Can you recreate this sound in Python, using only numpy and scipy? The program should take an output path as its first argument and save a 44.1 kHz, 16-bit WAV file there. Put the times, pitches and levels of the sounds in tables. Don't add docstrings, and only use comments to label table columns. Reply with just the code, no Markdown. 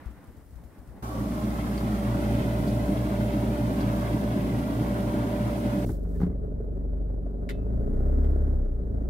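import sys
import numpy as np
from scipy import signal
from scipy.fft import rfft, irfft, next_fast_len
from scipy.io import wavfile
from scipy.ndimage import uniform_filter1d

SR = 44100
rng = np.random.default_rng(int(sys.argv[2]) if len(sys.argv) > 2 else 0)


def magnitude_from_level(level_db):
    exponent = np.asarray(level_db, float) / 20
    return 10 ** exponent


def bounce(signal):
    frames = np.transpose(np.atleast_2d(signal))
    limited = np.clip(frames, -1, 1)
    pcm = np.round(limited * 32767).astype(np.int16)
    wavfile.write(sys.argv[1], SR, pcm)


N = 400869
TIME = np.arange(N) / SR
PADDED = next_fast_len(N)
HZ = np.maximum(np.arange(PADDED // 2 + 1) * SR / PADDED, 1)
TO_FRIDGE_S, TO_CAR_S = 1.023, 5.852


def in_time(rows):
    s, *columns = np.transpose(rows)
    return [np.interp(TIME, s, column) for column in columns]


def at_hz(points):
    hz, value = np.transpose(points)
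    return np.interp(np.log(HZ), np.log(hz), value)


def rms_one(x):
    return x / np.sqrt(np.mean(x ** 2) + 1e-20)


def bump(centre_s, width_s):
    return np.exp(-((TIME - centre_s) / width_s) ** 2)


def resonance_db(hz, modes):
    return sum(db / (1 + (2 * (hz - top_hz) / width) ** 2) for top_hz, width, db in modes)


def drift(rate):
    r = np.exp(-80 * np.pi * rate / SR)
    coarse = rng.standard_normal(N // 40 + 2002)
    slow = signal.lfilter([1], [1, -2 * r, r * r], coarse)[2000:]
    return np.interp(np.arange(N) / 40, np.arange(len(slow)), rms_one(slow))


def port_gains(left_db, right_db):
    return magnitude_from_level(np.array([[left_db], [right_db]]))


def at_ports(x, lead_s):
    return np.array([np.interp(TIME + shift, TIME, x) for shift in (lead_s / 2, -lead_s / 2)])


def stereo_noise(colour_db, likeness, edges_hz=(), lead=0):
    opposite = np.array([[1], [-1]])
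    mid, side = rfft(rng.standard_normal((2, PADDED))) * magnitude_from_level(colour_db)
    alike = np.clip(likeness, -.999, .999)
    pair = np.sqrt(1 + alike) * mid + np.sqrt(1 - alike) * side * opposite
    pair = pair * np.exp(.5j * lead * opposite)
    below = [0] + [1 / (1 + (HZ / edge) ** 8) for edge in edges_hz] + [1]
    return [rms_one(irfft(pair * (top - low), PADDED)[:, :N]) for low, top in zip(below, below[1:])]


def tone(hz, level_db, wobble_db=1.5, waver=.002, rate=3.0):
    turns = np.cumsum(hz * (1 + waver * drift(rate))) / SR + rng.random()
    return np.sqrt(2) * magnitude_from_level(level_db + wobble_db * drift(rate)) * np.sin(2 * np.pi * turns)


def strike(events, modes, spread_db):
    at = [min(round(row[0] * SR), N - 1) for row in events]
    hit_db = np.array(events)[:, 1]
    chance = rng.standard_normal((len(at), len(modes)))
    out = np.zeros(N)
    for k, (hz, level_db, t60) in enumerate(modes):
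        clicks = np.full(N, 1e-18)
        clicks[at] = magnitude_from_level(hit_db + level_db + spread_db * chance[:, k]) * (-1) ** k
        r, w = magnitude_from_level(-60 / (t60 * SR)), 2 * np.pi * hz / SR
        out += signal.lfilter([0, np.sin(w)], [1, -2 * r * np.cos(w), r * r], clicks)
    return out


def bursts(times, levels_db, t60):
    clicks = np.full(N, 1e-18)
    clicks[np.minimum(np.round(np.array(times) * SR).astype(int), N - 1)] = magnitude_from_level(np.array(levels_db))
    return signal.lfilter([1], [1, -magnitude_from_level(-60 / (t60 * SR))], clicks)


# frequency [Hz], density [dB per Hz].
TENT_AIR = [(100, -6), (200, 0), (300, -1), (380, -8), (700, -11), (1100, -14), (2000, -19), (2600, -28),
            (4000, -33), (7000, -38), (8500, -33), (15900, -34)]
# frequency [Hz], likeness [-1 to 1].
TENT_LIKENESS = [(60, 0.39), (180, 1), (550, 0.63), (1650, 0.63), (4970, 0.01), (15000, 0.01)]
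# start [s], peak level [dB].
TENT_TICKS = [
    (0.2409, -53),
    (0.2708, -59),
    (0.3656, -73),
    (0.5082, -55.5),
]


def tent_air():
    murmur, canvas, hiss = stereo_noise(at_hz(TENT_AIR), at_hz(TENT_LIKENESS), edges_hz=[900, 4500])
    lull_db = -5.5 * bump(0.49, 0.083)
    rise_db = 6 * np.minimum(TIME, TO_FRIDGE_S)
    murmur_db = -55 + lull_db + rise_db + 8.0 * np.exp(-TIME / .05) + 3.2 * drift(8.3)
    canvas_db = -65.5 + lull_db + 8 * np.exp(-TIME / .2) + 1.5 * drift(14)
    ticks = bursts(*np.transpose(TENT_TICKS), t60=0.028)
    hiss = hiss * (magnitude_from_level(-69) + 0.37 * ticks) * port_gains(1.5, -1.5)
    return murmur * magnitude_from_level(murmur_db) + canvas * magnitude_from_level(canvas_db) + hiss


# start [s], peak level [dB].
PUFFS = [(.058, -28), (.105, -33.5), (.275, -38), (0.319, -42), (0.368, -34.5), (.405, -46), (0.459, -42),
         (.495, -43), (0.524, -36), (0.556, -31), (0.639, -33.5), (0.784, -35), (.875, -32), (0.892, -41)]
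# frequency [Hz], level [dB], t60 [s].
PORT = [(58, 0.5, 0.2), (86.4, -7, 0.12)]


def wind():
    breeze_colour = [(20, -30), (50, -8.0), (75, 9.0), (130, 3), (300, -37.5)]
    breeze, = stereo_noise(at_hz(breeze_colour), 0.36)
    wake = magnitude_from_level(-55.5) + magnitude_from_level(-28) * 4 * bursts(*np.transpose(PUFFS), t60=0.1)
    soften = signal.butter(4, 200, fs=SR, output="sos")
    gusts = signal.sosfilt(soften, strike(PUFFS, PORT, spread_db=5.0))
    return breeze * wake + gusts * port_gains(-2.5, -13.0)


def tent():
    return tent_air() + wind()


# time [s], place [0 beside the door, 1 doorway, 2 upper, 3 lower shelf].
PATH = [(1.03, 0.0), (1.3, 0.75), (1.6, 1.05), (2.2, 2), (3.0, 2.5), (4.1, 2.5), (4.7, 3.5), (5.85, 3.0)]


def along_path(levels_db):
    place, = in_time(PATH)
    return np.interp(place, range(4), levels_db)


# delay [s], reflection [ratio].
SHELF_ECHOES = [
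    (.0019, 0.33),
    (.0043, 0.28),
    (.0081, .25),
]


def moving_echoes(x):
    wet = x
    for lag, reflection in SHELF_ECHOES:
        late = TIME - lag * (1 + 0.1186 * drift(0.61))
        wet = wet + reflection * np.array([np.interp(late, TIME, side) for side in x])
    return rms_one(wet)


# frequency [Hz], density [dB per Hz].
FRIDGE_AIR = [(25, -14), (100, -4), (200, 0), (270, -1), (340, -7), (460, -14.5), (700, -15), (1000, -17.5),
              (1400, -18.5), (1900, -25), (3500, -32), (7000, -40), (11000, -37), (15900, -41)]
# frequency [Hz], width [Hz], lift [dB].
CABINET = [(148, 12, 5), (213, 35, 6), (85, 30, -3), (302, 40, 8), (347, 30, -5), (382, 25, 4),
           (625, 50, 7), (760, 60, 2), (950, 90, 2), (2050, 250, 2), (3300, 500, 2)]
# frequency [Hz], likeness [-1 to 1].
FRIDGE_LIKENESS = [(30, .84), (60, .95), (130, .97), (280, .97), (340, .75), (450, .7), (600, .72),
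                   (780, .55), (950, .35), (1100, .6), (1600, .55), (1950, .35), (2300, .3), (3100, .3),
                   (4200, -.15), (6000, 0)]
# frequency [Hz], lead [radians].
FRIDGE_LEAD = [(60, .05), (130, .16), (260, -.07), (690, .3), (950, -1.3), (1210, -3.1), (1720, -2.6),
               (2240, .1)]
# [dB, dB, dB, dB].
AIR_AT = [
    (-31, -32.5, -30, -31),
    (-44, -43, -39, -39),
    (-51, -48.5, -48, -49.5),
    (-62.5, -55.5, -53, -54),
    (-60.5, -56.5, -55.5, -57),
]
# [dB, dB, dB, dB].
WHIR_AT = (-43, -51.5, -89, -90)


def cabinet_air():
    colour_db = at_hz(FRIDGE_AIR) + resonance_db(HZ, CABINET)
    bands = stereo_noise(colour_db, at_hz(FRIDGE_LIKENESS), edges_hz=[340, 800, 1700, 4000],
                         lead=at_hz(FRIDGE_LEAD))
    bands[0] = bands[0] * magnitude_from_level(-11 * np.clip((1.175 - TIME) / 0.066, 0, 1))
    bands[2:4] = [moving_echoes(band) for band in bands[2:4]]
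    trims_db = [-1.0, 2.0, 4.0, 3.0, 5.5]
    flickers_db = [2.06, 0.63, 1.7, 1.3, 0.38]
    gusts = drift(9.5)
    air = 0
    for band, places_db, trim_db, flicker_db in zip(bands, AIR_AT, trims_db, flickers_db):
        flicker = 0.28 * gusts + drift(33) + 0.46 * drift(2.1)
        air = air + band * magnitude_from_level(along_path(places_db) + trim_db + flicker_db * flicker)
    whir, = stereo_noise(at_hz([(700, -30), (1020, -8), (1120, 0), (1250, -9), (1800, -30)]), -.5)
    return air + whir * magnitude_from_level(along_path(WHIR_AT))


# start [s], peak level [dB].
SHELF_TICKS = [
    (1.778, -46.5),
    (2.676, -46.5),
    (3.805, -46),
]


def shelf_ticks():
    wire, = stereo_noise(at_hz([(1200, -14), (3500, -12), (4600, 0), (5500, -14), (12000, -20)]), .4)
    return wire * bursts(*np.transpose(SHELF_TICKS), t60=0.12)


# frequency [Hz], level [dB rms].
WHINE = [(1993, -66)]
# time [s], half width [s],
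# frequency [Hz], level [dB rms].
PANEL_RINGS = [(1.17, .07, 530, -45), (1.37, .09, 612, -44), (1.2, .07, 950, -52), (1.2, 0.093, 1135, -49),
               (1.41, .05, 1060, -51), (2.8, 0.7, 630.3, -44), (2.9, 0.35, 700, -51.5),
               (5.1, 0.087, 955, -49), (3.66, 0.69, 391, -45), (1.7, .4, 2160, -61),
               (4.5, 0.21, 284, -35.5), (5.65, 0.1, 305.6, -35.5)]


def panel_whine():
    whine = sum(tone(np.full(N, hz), db, waver=.0005) for hz, db in WHINE)
    for s, width, hz, db in PANEL_RINGS:
        passing_db = -7.3 * ((TIME - s) / width).clip(-4, 4) ** 2
        whine = whine + tone(np.full(N, hz), db + passing_db, wobble_db=4.5, waver=0.0124, rate=25.1)
    return whine * [[1], [.5]]


# [dB rms, dB rms, dB rms, dB rms].
MOTORS_AT = [
    (52.4, -57, -57, -54, -47),
    (58.84, -38, -34, -31.5, -35),
    (113.8, -37.5, -40, -33, -34.5),
    (118.26, -60, -47, -34, -40),
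    (121.6, -59, -48, -43.5, -38.5),
    (236.7, -45.5, -44.5, -43, -39.5),
]
# [dB, dB, dB, dB].
FAR_FAN_AT = (-62, -33, -34, -44)


def motor_hum():
    hum = sum(tone(np.full(N, hz), along_path(db), wobble_db=.5, waver=.0004) for hz, *db in MOTORS_AT)
    far_hz = 209.6 - 0.753 * (TIME - TO_FRIDGE_S)
    far_fan = tone(far_hz, along_path(FAR_FAN_AT), wobble_db=1.8, waver=.005, rate=6.0)
    return at_ports(hum + far_fan, .0002)


# time [s], frequency [Hz].
FAN_HZ = [(1.03, 190), (1.6, 191), (2.7, 195.3), (4.2, 195.8), (4.6, 194.3), (5.85, 196.3)]
# [dB, dB, dB, dB].
FAN_AT = [
    (-54, -38, -37, -37),
    (-60, -49.5, -53, -50.5),
    (-60, -47.5, -40.5, -39),
]


def fan_blades():
    blade_hz, = in_time(FAN_HZ)
    shade_db = -6.5 * bump(4.54, 0.28)
    blades = 0
    for k, places_db in enumerate(FAN_AT):
        level_db = along_path(places_db) + shade_db * k / 2
        blades = blades + tone((k + 1) * blade_hz, level_db, wobble_db=2.0, waver=.003, rate=7.0)
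    return at_ports(blades, .00012)


def fridge():
    steady = (cabinet_air() + motor_hum()) * port_gains(-.25, .25)
    return steady + fan_blades() * port_gains(-1.1, 1.1) + panel_whine() + shelf_ticks()


# frequency [Hz], density [dB per Hz].
SELF_NOISE = [(1500, -20), (2500, -3), (7000, -5), (8500, -1), (15900, 0)]


def self_noise():
    hiss, = stereo_noise(at_hz(SELF_NOISE), 0)
    return magnitude_from_level(-80) * hiss


# frequency [Hz], density [dB per Hz].
RUSTLE_COLOUR = [(590, -46), (1000, -24), (1160, 0.5), (1340, -9), (2000, -11), (2600, -19), (3400, -11),
                 (10700, -7.5), (15900, -6.5)]
# start [s], length [s], level [dB].
RUBS = [
    (5.854, 0.07, -64.5),
    (6.036, .015, -81),
    (6.09, 0.097, -81),
    (6.21, 0.022, -77),
    (6.16, .04, -82),
]


def seat_rustle():
    cloth, = stereo_noise(at_hz(RUSTLE_COLOUR), 0.17)
    rubs = 0
    for s, length, db in RUBS:
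        rise_db = 700 * np.clip(s - TIME, 0, 1)
        fall_db = 226 * np.clip(TIME - s - length, 0, 1)
        rubs = rubs + magnitude_from_level(db - rise_db - fall_db)
    return cloth * rubs * magnitude_from_level(11.5 + 1.6 * drift(60))


# start [s], body level [dB], crack level [dB].
THUDS = [(5.861, -60, -59), (5.892, -40, -41), (6.05, -41, -53), (6.16, -36, -56), (6.202, -24, -44),
         (6.215, -19, -41), (6.231, -17, -43), (6.265, -23, -52), (6.298, -27, -60), (6.325, -30, -70),
         (8.815, -30.5, -75)]
# frequency [Hz], level [dB], t60 [s].
THUD_BODY = [(100, -5, 0.1), (178, 3, 0.12), (280, -3, 0.1), (415, -6, 0.08), (1190, -28, 0.071),
             (2050, -32, 0.04)]
# start [s], level [dB].
GRIT = [
    (6.16, -74),
    (6.18, -74),
    (6.21, -66),
    (6.221, -64),
    (6.232, -65),
    (6.262, -75),
]
# start [s], level [dB].
SEAT_KNOCKS = [
    (5.859, -27),
    (5.876, -29),
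    (5.890, -27),
    (5.897, -26),
    (5.912, -31),
]
# frequency [Hz], level [dB], t60 [s].
SEAT_BODY = [(62, -7, .15), (104, 1, 0.15), (235, 0, 0.08), (320, -2, .07), (393, -4, 0.075)]
# frequency [Hz], level [dB], t60 [s].
SEAT_SWAY = [
    [(6.243, -24)],
    [(52, 0, .22)],
]
# frequency [Hz], level [dB], t60 [s].
SQUEAKS = [
    [(6.149, -61), (6.158, -59), (6.166, -61)],
    [(1750, 0, .05)],
]


def seat_thuds():
    soften = signal.butter(2, 1500, fs=SR, output="sos")
    padded = signal.sosfilt(soften, strike(THUDS, THUD_BODY, spread_db=2.5))
    scuff, = stereo_noise(at_hz([(300, -24.0), (700, 10.5), (2200, -9), (2450, -30), (15000, -52)]), .1)
    grit, = stereo_noise(at_hz([(1500, -20), (2500, 0), (4500, -3), (6500, -14), (15000, -30)]), .1)
    thud_s, _, crack_db = np.transpose(THUDS)
    thuds = padded * magnitude_from_level(-3.0) + scuff * bursts(thud_s, crack_db, t60=0.1)
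    thuds = thuds + grit * bursts(*np.transpose(GRIT), t60=0.1)
    seat = strike(SEAT_KNOCKS, SEAT_BODY, spread_db=1.5) + strike(*SEAT_SWAY, spread_db=0)
    return thuds + seat + strike(*SQUEAKS, spread_db=1.5)


# start [s], peak level [dB].
CLICKS = [
    (7.491, -29),
    (7.4952, -31),
    (7.505, -36),
    (7.511, -41),
    (8.242, -50),
    (8.247, -52),
    (8.262, -56),
]
# frequency [Hz], level [dB], t60 [s].
SWITCH = [(1080, -3, .03), (1416, 1, .06), (2616, -10, .4), (3031, -11.5, .22), (3461, -14, .18),
          (3531, -10, .17), (3720, -7, .17), (4064, -11, .15)]
# frequency [Hz], density [dB per Hz].
CLICK_COLOUR = [(600, -30), (1100, -12), (1500, -9), (2050, 0), (2400, -12), (3500, -12), (7200, -26),
                (8400, -24), (15900, -29)]


def switch():
    snap, = stereo_noise(at_hz(CLICK_COLOUR), 0.19)
    click_s, click_db = np.transpose(CLICKS)
    snaps = bursts(click_s, click_db - 9, t60=0.041) + bursts(click_s, click_db - 31.5, t60=0.25)
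    plastic = magnitude_from_level(-16) * strike(CLICKS[1:2], SWITCH, spread_db=0)
    lever = strike(CLICKS[1:], [(2030, -7.5, .03)], spread_db=1)
    return snap * snaps + plastic + lever


# time [s], speed [turns per s].
CRANK = [(5.86, 24.2), (6.26, 24.6), (6.8, 24.1), (7.32, 24.1), (7.49, 24.7), (7.65, 26.7), (8.0, 32),
         (8.11, 33.4), (8.27, 34.6), (8.41, 34.3), (8.58, 33), (8.68, 30.3), (8.8, 27.4), (8.9, 26.6),
         (9.09, 28.2)]


def crank_motion():
    crank_hz, = in_time(CRANK)
    octaves = np.log2(crank_hz / 24.2)
    pull = uniform_filter1d(np.gradient(crank_hz) * SR / 10, size=SR // 8)
    return crank_hz, octaves, pull, np.clip(1 - 10 * octaves, 0, 1)


def trim_buzz():
    _, octaves, _, _ = crank_motion()
    buzz, = stereo_noise(at_hz([(3600, -40), (3790, -8), (3890, 0), (3980, -6), (4200, -40)]), .3)
    return buzz * magnitude_from_level(-94.5 + 13 * octaves + 2.0 * drift(15))


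# delay [s], reflection [ratio].
WALL_ECHOES = [(.0047, .1), (.0073, .11), (.0119, .13), (.0173, .15), (.0291, .18)]


def echoes_db():
    ripple_db = 0
    for lag, reflection in WALL_ECHOES:
        ripple_db = ripple_db - 20 * np.log10(abs(1 - reflection * np.exp(-2j * np.pi * HZ * lag)))
    return ripple_db * at_hz([(700, 0), (1100, 1)])


# frequency [Hz], density [dB per Hz].
RUMBLE = [(25, -5), (90, -2), (200, -13.5), (270, -7.5), (335, -20.5), (415, -11.5), (490, -25.5),
          (590, -20.5), (800, -39), (1050, -46), (1450, -52.5), (2150, -66), (2400, -77.5), (4000, -78.5)]
# frequency [Hz], likeness [-1 to 1].
CAR_LIKENESS = [(40, 0.92), (150, 0.6), (280, 0.58), (340, 0.47), (400, 0.23), (520, 0.7), (700, 0.3),
                (850, 0.3), (1050, 0.96), (1300, 0.42), (1600, 0.3), (2500, 0.01)]
# frequency [Hz], lead [radians].
CAR_LEAD = [(60, 0), (130, -.2), (260, -.1), (500, -.75), (800, -1.5), (1050, -3), (2500, -3.1)]


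def engine_rumble():
    crank_hz, octaves, pull, idling = crank_motion()
    angle = 2 * np.pi * np.cumsum(crank_hz) / SR
    throb_db = 1.5 * np.cos(angle / 2) + 2.6 * np.cos(angle)
    throb_db = throb_db + 0.79 * np.cos(2 * angle) + 2.5 * np.cos(4 * angle)
    rattle_db = .6 * throb_db + 2.5 * idling * np.cos(angle / 4 - .6)
    rattle_db = rattle_db - 22.5 + 2.27 * 5.4 * octaves
    deep, body, rattle = stereo_noise(at_hz(RUMBLE) + echoes_db(), at_hz(CAR_LIKENESS),
                                      edges_hz=[300, 1000], lead=at_hz(CAR_LEAD))
    rumble_db = -43.5 + 9 * octaves + pull
    return magnitude_from_level(rumble_db) * (magnitude_from_level(3.0) * deep + magnitude_from_level(throb_db) * body + magnitude_from_level(rattle_db) * rattle)


# frequency [Hz], level [dB rms].
CABIN_BOOM = [(24, -50.5), (26, -42), (27.5, -36.5), (29.5, -29), (33, -24.5), (36, -25.5), (48, -31),
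              (53, -31.5), (56, -28.5), (58.5, -28), (61.5, -38.5), (65, -27), (69, -23.5)]
# frequency [Hz], width [Hz], lift [dB].
CABIN_MODES = [(108, 22, 4.5), (220, 30, 6)]
# multiple of crank speed, level [dB rms].
UPPER_ORDERS = [(1.5, -45), (2.5, -63), (4, -48.5), (5, -49), (6, -54), (7, -47.5), (8, -54), (9, -55.5),
                (10, -55), (12, -56.5)]


def engine_boom():
    crank_hz, octaves, pull, idling = crank_motion()
    hunt_db = 2 * np.cos(2 * np.pi * (TIME - 7.01) / 0.87) * idling
    cabin_hz, cabin_db = np.transpose(CABIN_BOOM)
    first_db, second_db = (np.interp(k * crank_hz, cabin_hz, cabin_db) + hunt_db for k in (1, 2))
    first_db = np.interp(TIME - .03, TIME, first_db)
    warm_db = 8.5 * np.exp(-abs(TIME - TO_CAR_S) / 0.31)
    third_db = -43.5 + resonance_db(3 * crank_hz, CABIN_MODES) + hunt_db + warm_db
    boom = tone(crank_hz, first_db, wobble_db=1.2)
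    boom = boom + tone(2 * crank_hz, second_db + 0.4 * pull, wobble_db=.5, waver=.004)
    boom = boom + tone(3 * crank_hz, third_db, wobble_db=4.0, waver=.012, rate=5.4)
    load_db = 5.4 * octaves + 1.5 * pull
    for k, db in UPPER_ORDERS:
        order_db = db + load_db + resonance_db(k * crank_hz, CABIN_MODES)
        boom = boom + tone(k * crank_hz, order_db, wobble_db=2, waver=.003, rate=4.0)
    return at_ports(boom, -.0007) * port_gains(.3, -.3)


def car():
    cabin = self_noise() + seat_rustle() + seat_thuds() + switch()
    return cabin + trim_buzz() + engine_rumble() + engine_boom()


def scene():
    indoors, seated = (np.clip((TIME - cut) / .004, 0, 1) for cut in (TO_FRIDGE_S, TO_CAR_S - .003))
    return (1 - indoors) * tent() + (indoors - seated) * fridge() + seated * car()


def roll_off(x):
    return signal.sosfilt(signal.butter(12, 16020, fs=SR, output="sos"), x)


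def record(dry):
    mix = signal.sosfilt(signal.butter(2, 15, "high", fs=SR, output="sos"), dry)
    mix = signal.sosfilt(signal.ellip(10, .5, 70, 15720, fs=SR, output="sos"), mix)
    return roll_off(mix)


dry = scene()
out = record(dry)
bounce(out)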